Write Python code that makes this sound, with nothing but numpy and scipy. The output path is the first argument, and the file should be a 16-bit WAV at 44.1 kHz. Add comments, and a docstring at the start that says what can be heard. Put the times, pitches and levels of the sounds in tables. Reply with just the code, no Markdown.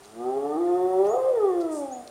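"""Insects sing over still air and dry grass rustles; then, in open bush, hyenas squabble over a carcass.
One long call climbs as a hoarse moan with half-pitch lines, breaks up to a clear squeal and sinks again.
The scrub echoes it, a growl lies beneath, a small bird chirps twice, something among the vultures hisses.
Voice, bird and insects are sine waves with moving pitch; growl, hiss, grass and air are coloured noise."""
import sys
import numpy as np
from scipy import signal
from scipy.fft import rfft, irfft
from scipy.io import wavfile
from scipy.ndimage import uniform_filter1d

SR = 44100
rng = np.random.default_rng(int(sys.argv[2]) if len(sys.argv) > 2 else 0)


def bounce(signal):
    """Save signal as a 16-bit WAV file at the path given by the first command-line argument."""
    frames = np.transpose(np.atleast_2d(signal))
    limited = np.clip(frames, -1, 1)
    pcm = np.round(limited * 32767).astype(np.int16)
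    wavfile.write(sys.argv[1], SR, pcm)


N = 92610
T = np.arange(N) / SR  # time of each sample, s

# colour of the still air: (f/Hz, level/dB)
AIR_COLOUR = [(22, -12), (42, 6.5), (1200, 8), (2200, -1), (5000, -4), (8500, -6.5), (16000, -17)]
AIR_DB = -54

# insect whines: (f/Hz, level/dB, slow wander/Hz)
INSECT_WHINES = [(9063, -60.5, 52), (7220, -69, 20)]
INSECT_WANDER_PER_S, INSECT_TREMOR_HZ, INSECT_FLUTTER_DB = 5, 45.5, 2

# strength of the low growl beneath the call: (t/s, level/dB)
GROWL_STRENGTH = [(0, -71), (.6, -67.5), (.8, -60.5), (1.12, -55.5), (1.3, -61.5), (1.8, -68.5)]
# colour of the growl: (f/Hz, level/dB)
GROWL_COLOUR = [(45, -28.5), (80, -2.5), (105, 2.5), (150, 0.5), (300, -28.5)]

# rustles in dry grass: (t/s, decay/s, centre f/Hz, level/dB)
GRASS_RUSTLES = [(0.032, 0.071, 4430, -56.5), (1.044, 0.03, 2620, -55.5), (1.051, 0.019, 6020, -53.5),
                 (1.229, 0.0081, 2850, -54), (1.6, 0.037, 4900, -55), (2.074, 0.0052, 4640, -44.5)]
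RUSTLE_ATTACK_S, RUSTLE_GRAIN_DB = 0.0013, 5.5
RUSTLE_WIDTH = 1.44  # frequency ratio from the centre to where the noise is 4 dB weaker

# strength of the hiss: (t/s, level/dB)
HISS_STRENGTH = [(1.695, -67), (1.726, -45.5), (1.79, -46.5), (1.85, -56.5), (1.92, -66)]
# colour of the hiss: (f/Hz, level/dB)
HISS_COLOUR = [(3000, -31.5), (4700, -15), (6200, -10.5), (9200, -3), (10500, -17.5), (14500, -29)]

# bird chirps: (t/s, length/s, share spent rising, start f/Hz, top f/Hz, end f/Hz, level/dB before echo)
BIRD_CHIRPS = [(1.066, 0.087, 0.57, 5490, 6840, 6740, -44.5), (1.903, 0.066, 0.75, 5740, 6940, 6400, -43)]

# pitch of the long call: (t/s, f/Hz)
CALL_PITCH = [(0, 188.1), (.18, 231.9), (.28, 255.5), (.43, 282.5), (.53, 300.7), (.56, 306), (.595, 344.4),
              (.78, 360.2), (.98, 377.3), (1.04, 393.4), (1.10, 419), (1.13, 472.7), (1.17, 516.9),
              (1.25, 524.6), (1.31, 520.7), (1.34, 493.2), (1.38, 448), (1.43, 409.7), (1.52, 361.2),
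              (1.68, 324), (1.83, 280.7), (1.93, 256.1), (2.1, 226.4)]
# strength of the call: (t/s, fundamental level/dB, overtone level/dB before throat and mouth)
CALL_STRENGTH = [(0, -81, -64), (.14, -49.5, -47), (.205, -40.5, -30.5), (.295, -41.5, -23.5),
                 (.335, -39, -26), (.375, -39, -28), (.41, -36.5, -28), (.455, -35.5, -29),
                 (.505, -33.5, -26), (.56, -25, -28.5), (.62, -20, -28), (.69, -23, -21),
                 (.84, -16.5, -22.5), (.93, -23, -23), (1.0, -16.5, -24.5), (1.085, -19.5, -25),
                 (1.12, -23.5, -17.5), (1.17, -21.5, -10.5), (1.205, -22.5, -10), (1.26, -18, -6.5),
                 (1.36, -21, -24.5), (1.46, -18, -29), (1.56, -22.5, -25), (1.69, -26.5, -21.5),
                 (1.83, -36, -19), (1.89, -42.5, -26.5), (1.95, -43, -25.5), (2.03, -47.5, -35),
                 (2.1, -78, -60)]
# half-pitch lines, gone once the voice has leapt: (t/s, level/dB before throat and mouth)
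CALL_HALF_LINES = [(.03, -49.5), (.13, -49.5), (.205, -34), (.295, -25.5), (.335, -31.5), (.375, -25),
                   (.41, -34.5), (.455, -20.5), (.505, -28.5), (.56, -21.5), (.62, -28), (.69, -24.5),
                   (.84, -20), (.93, -17.5), (1.085, -13.5), (1.12, -15), (1.17, -41), (1.205, -74)]
# rough breath noise in the call: (t/s, level/dB)
CALL_RASP = [(.1, -57.5), (.5, -60), (.58, -39), (.68, -62), (1.03, -60), (1.13, -32.5), (1.3, -38),
             (1.47, -46.5), (1.75, -56)]
# throat and mouth resonances: (f/Hz, level/dB)
THROAT_RESONANCES = [(130, -31.5), (220, -34), (290, -15.5), (350, 1.5), (410, 3), (450, -5.5), (500, -19),
                     (565, -9.5), (630, -13), (700, -7), (770, -4), (830, -10), (920, -21), (1000, -30),
                     (1100, -24.5), (1215, -15), (1300, -26), (1400, -37), (1620, -50.5), (1830, -34.5),
                     (2200, -58)]
# mouth opening, as the lift of the upper resonances: (t/s, level/dB)
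MOUTH_OPENING = [(0.2, -2), (0.52, 2.5), (0.85, -1.5), (1.05, -1.5), (1.27, -4.0), (1.45, 13.5),
                 (1.68, -1.5), (1.85, -16.5)]
MOUTH_FROM_HZ, MOUTH_FULL_HZ = 703, 1020  # the lift starts at the first and is complete at the second
# rough tones beside the voice where it cracks: (middle t/s, length/s, f/Hz, level/dB)
CRACK_TONES = [(1.16, 0.11, 725, -27), (1.18, 0.068, 825, -36.5), (1.31, .09, 595, -27.5),
               (1.183, 0.32, 1225, -41.5)]
# colour of the husky edge: (f/Hz, level/dB)
HUSK_COLOUR = [(1450, -13), (1830, 0.5), (3150, -19.5), (3420, 1), (3750, -19)]
HUSK_DB = -59.5  # at full voice

# Jitter and waver are shares of the pitch.
JITTER, JITTER_PER_S, WAVER, WAVER_PER_S = 0.0034, 129, 0.0016, 15
RASP_JITTER = 0.71  # extra jitter per unit of rasp amplitude
SIDE_TONE_JITTER = 0.0245
SHIMMER_DB, OVERTONE_FLICKER_DB = 0.5, 3
HALF_FALL_DB = 2  # from the second half line up, each is this much weaker
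RASP_LOW_HZ = 488

# T60 is the time an echo takes to fade by 60 dB.
BUSH_T60_S, BUSH_DB, BUSH_BUILD_S, BUSH_TREBLE_T60_S = 0.5, -8.5, 0.037, 0.26
# a late echo off a distant line of trees
FAR_ECHO_S, FAR_ECHO_DB, FAR_ECHO_LOW_HZ, FAR_ECHO_HIGH_HZ = 0.3, -17.5, 452, 744
CUTOFF_HZ = 15800


def from_db(db):
    """Turn decibels into a gain."""
    return 10 ** (np.asarray(db) / 20)


def rms_one(x):
    """Scale to unit power."""
    return x / np.sqrt(np.mean(x ** 2) + 1e-20)


def in_time(rows):
    """Read each column of a table at every sample, with rounded corners."""
    times, *columns = np.transpose(rows)
    return [uniform_filter1d(np.interp(T, times, column), size=600) for column in columns]


def at_hz(points, hz):
    """Read a spectrum table in dB, along a logarithmic frequency scale."""
    f, db = np.transpose(points)
    return np.interp(np.log(hz + 1e-9), np.log(f), db)


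def drift(rate):
    """Smooth random motion of spread 1; a higher rate moves faster."""
    step = 20  # made at every 20th sample, then joined by straight lines
    r = np.exp(-2 * np.pi * rate * step / SR)
    kicks = rng.standard_normal(N // step + 2002)
    slow = signal.lfilter([1], [1, -2 * r, r * r], kicks)[2000:]  # skip the filter's start
    return np.interp(np.arange(N) / step, np.arange(len(slow)), rms_one(slow))


def colour(x, spectrum):
    """Weight each frequency of a sound by a spectrum table."""
    hz = np.arange(N // 2 + 1) * SR / N
    return irfft(rfft(x) * from_db(at_hz(spectrum, hz)), N)


def noise(spectrum):
    """Coloured noise of unit power."""
    return rms_one(colour(rng.standard_normal(N), spectrum))


def sine(hz):
    """A sine wave that follows a moving pitch."""
    return np.sin(2 * np.pi * np.cumsum(hz) / SR)


def still_air():
    """Steady coloured noise for the open air."""
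    return from_db(AIR_DB) * noise(AIR_COLOUR)


def insects():
    """Thin, steady whines whose pitch wanders and trembles a little."""
    out = np.zeros(N)
    for hz, db, wander_hz in INSECT_WHINES:
        pitch = hz + wander_hz * drift(INSECT_WANDER_PER_S) + INSECT_TREMOR_HZ * drift(200)
        out += from_db(db + INSECT_FLUTTER_DB * drift(60)) * sine(pitch)
    return out


def growl():
    """A faint low rumble from the feeding pack, made of low noise."""
    db, = in_time(GROWL_STRENGTH)
    return from_db(db) * noise(GROWL_COLOUR)


def rustles():
    """Trodden grass crunches: short noise bursts with a grainy level and a fading tail."""
    out = np.zeros(N)
    w = RUSTLE_WIDTH
    for start, decay, hz, db in GRASS_RUSTLES:
        age = np.maximum(T - start, 0)
        burst = (1 - np.exp(-age / RUSTLE_ATTACK_S)) * np.exp(-age / decay)
        grass = noise([(hz / w ** 4, -30), (hz / w, -4), (hz, 0), (hz * w, -4), (hz * w ** 4, -30)])
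        out += from_db(db + RUSTLE_GRAIN_DB * drift(220)) * grass * burst
    return out


def hiss():
    """A short, bright hiss: noise with a fluttering level."""
    db, = in_time(HISS_STRENGTH)
    return from_db(db + 1.1 * drift(90)) * noise(HISS_COLOUR)


def bird():
    """Thin whistles that sweep up, level off and droop."""
    out = np.zeros(N)
    for start, length, turn, start_hz, top_hz, end_hz, db in BIRD_CHIRPS:
        u = np.clip((T - start) / length, 0, 1)  # progress through the chirp
        rising = top_hz + (start_hz - top_hz) * (1 - u / turn) ** 2
        drooping = top_hz + (end_hz - top_hz) * (u - turn) / (1 - turn)
        hz = np.where(u < turn, rising, drooping)
        out += from_db(db) * np.sin(np.pi * u) ** 2 * sine(hz + 40 * drift(430))
    return out


def bush(x, t60, db):
    """Add scattered echoes from scrub and trunks, which build up and die away."""
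    echoes = rng.standard_normal(N) * (1 - np.exp(-T / BUSH_BUILD_S)) * from_db(-60 * T / t60)
    return x + from_db(db) * signal.fftconvolve(x, rms_one(echoes) / np.sqrt(N))[:N]


def far_echo(call):
    """A distant line of trees returns the middle of the call, late and thin."""
    band = [FAR_ECHO_LOW_HZ, FAR_ECHO_HIGH_HZ]
    thinned = signal.sosfilt(signal.butter(2, band, "band", fs=SR, output="sos"), call)
    return from_db(FAR_ECHO_DB) * np.interp(T - FAR_ECHO_S, T, thinned, left=0)


def husk(tone):
    """A faint, husky edge of noise that swells with the voice."""
    loudness = np.sqrt(np.abs(uniform_filter1d(tone ** 2, size=2000)))
    return from_db(HUSK_DB) * np.sqrt(loudness / loudness.max()) * noise(HUSK_COLOUR)


def side_tones():
    """Brief unsteady tones, out of step with the main pitch, where the voice cracks."""
    out = np.zeros(N)
    for middle, length, hz, db in CRACK_TONES:
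        swell = np.cos(np.pi * np.clip((T - middle) / length, -.5, .5))
        out += from_db(db) * swell * sine(hz * (1 + SIDE_TONE_JITTER * drift(JITTER_PER_S)))
    return out


def rasp(phase, rasp_db):
    """Each cycle of the vocal folds puffs out breath noise, shaped by the throat."""
    puffs = rng.standard_normal(N) * (1 + np.cos(phase))
    shaped = colour(puffs, THROAT_RESONANCES)
    no_lows = signal.sosfilt(signal.butter(4, RASP_LOW_HZ, "high", fs=SR, output="sos"), shaped)
    return from_db(rasp_db) * rms_one(no_lows)


def voice(pitch, fundamental_db, overtone_db, half_db, jitter):
    """Jittery vocal folds; overtones and half lines from alternating cycles sweep through the throat."""
    mouth_db, = in_time(MOUTH_OPENING)
    hz = pitch * (1 + jitter * drift(JITTER_PER_S) + WAVER * drift(WAVER_PER_S))
    phase = 2 * np.pi * np.cumsum(hz) / SR
    out = from_db(fundamental_db + SHIMMER_DB * drift(11)) * np.sin(phase)

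    overtones = [(k, overtone_db) for k in np.arange(2, 7)]
    half_lines = [(k, half_db - HALF_FALL_DB * max(k - 1.5, 0)) for k in np.arange(6) + .5]
    for k, strength_db in overtones + half_lines:
        line_hz = k * pitch
        upper = np.interp(line_hz, [MOUTH_FROM_HZ, MOUTH_FULL_HZ], [0, 1])
        flicker_db = (SHIMMER_DB + upper * OVERTONE_FLICKER_DB) * drift(36)
        resonance_db = at_hz(THROAT_RESONANCES, line_hz) + upper * mouth_db
        gain = from_db(strength_db + resonance_db + flicker_db)
        out = out + gain * np.sin(k * phase + rng.uniform(0, 2 * np.pi))
    return out, phase


def long_call():
    """The rising and falling whine; where it strains, the cycles grow uneven and puff out rasp."""
    pitch, = in_time(CALL_PITCH)
    fundamental_db, overtone_db = in_time(CALL_STRENGTH)
    half_db, = in_time(CALL_HALF_LINES)
    rasp_db, = in_time(CALL_RASP)
    jitter = JITTER + RASP_JITTER * from_db(rasp_db)
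    tone, phase = voice(pitch, fundamental_db, overtone_db, half_db, jitter)
    return tone + rasp(phase, rasp_db) + side_tones() + husk(tone)


def scene():
    """The hyena call and small sounds in the bush, over insects and still air."""
    background = still_air() + insects() + growl()
    small_sounds = rustles() + hiss() + bush(bird(), BUSH_TREBLE_T60_S, db=-7.5)
    call = bush(long_call(), BUSH_T60_S, db=BUSH_DB)
    return (background + small_sounds + call + far_echo(call))[None]


def record(dry):
    """Cut the top steeply with a low-pass filter."""
    return signal.sosfilt(signal.ellip(12, .1, 80, CUTOFF_HZ, fs=SR, output="sos"), dry)


dry = scene()
out = record(dry)
bounce(out)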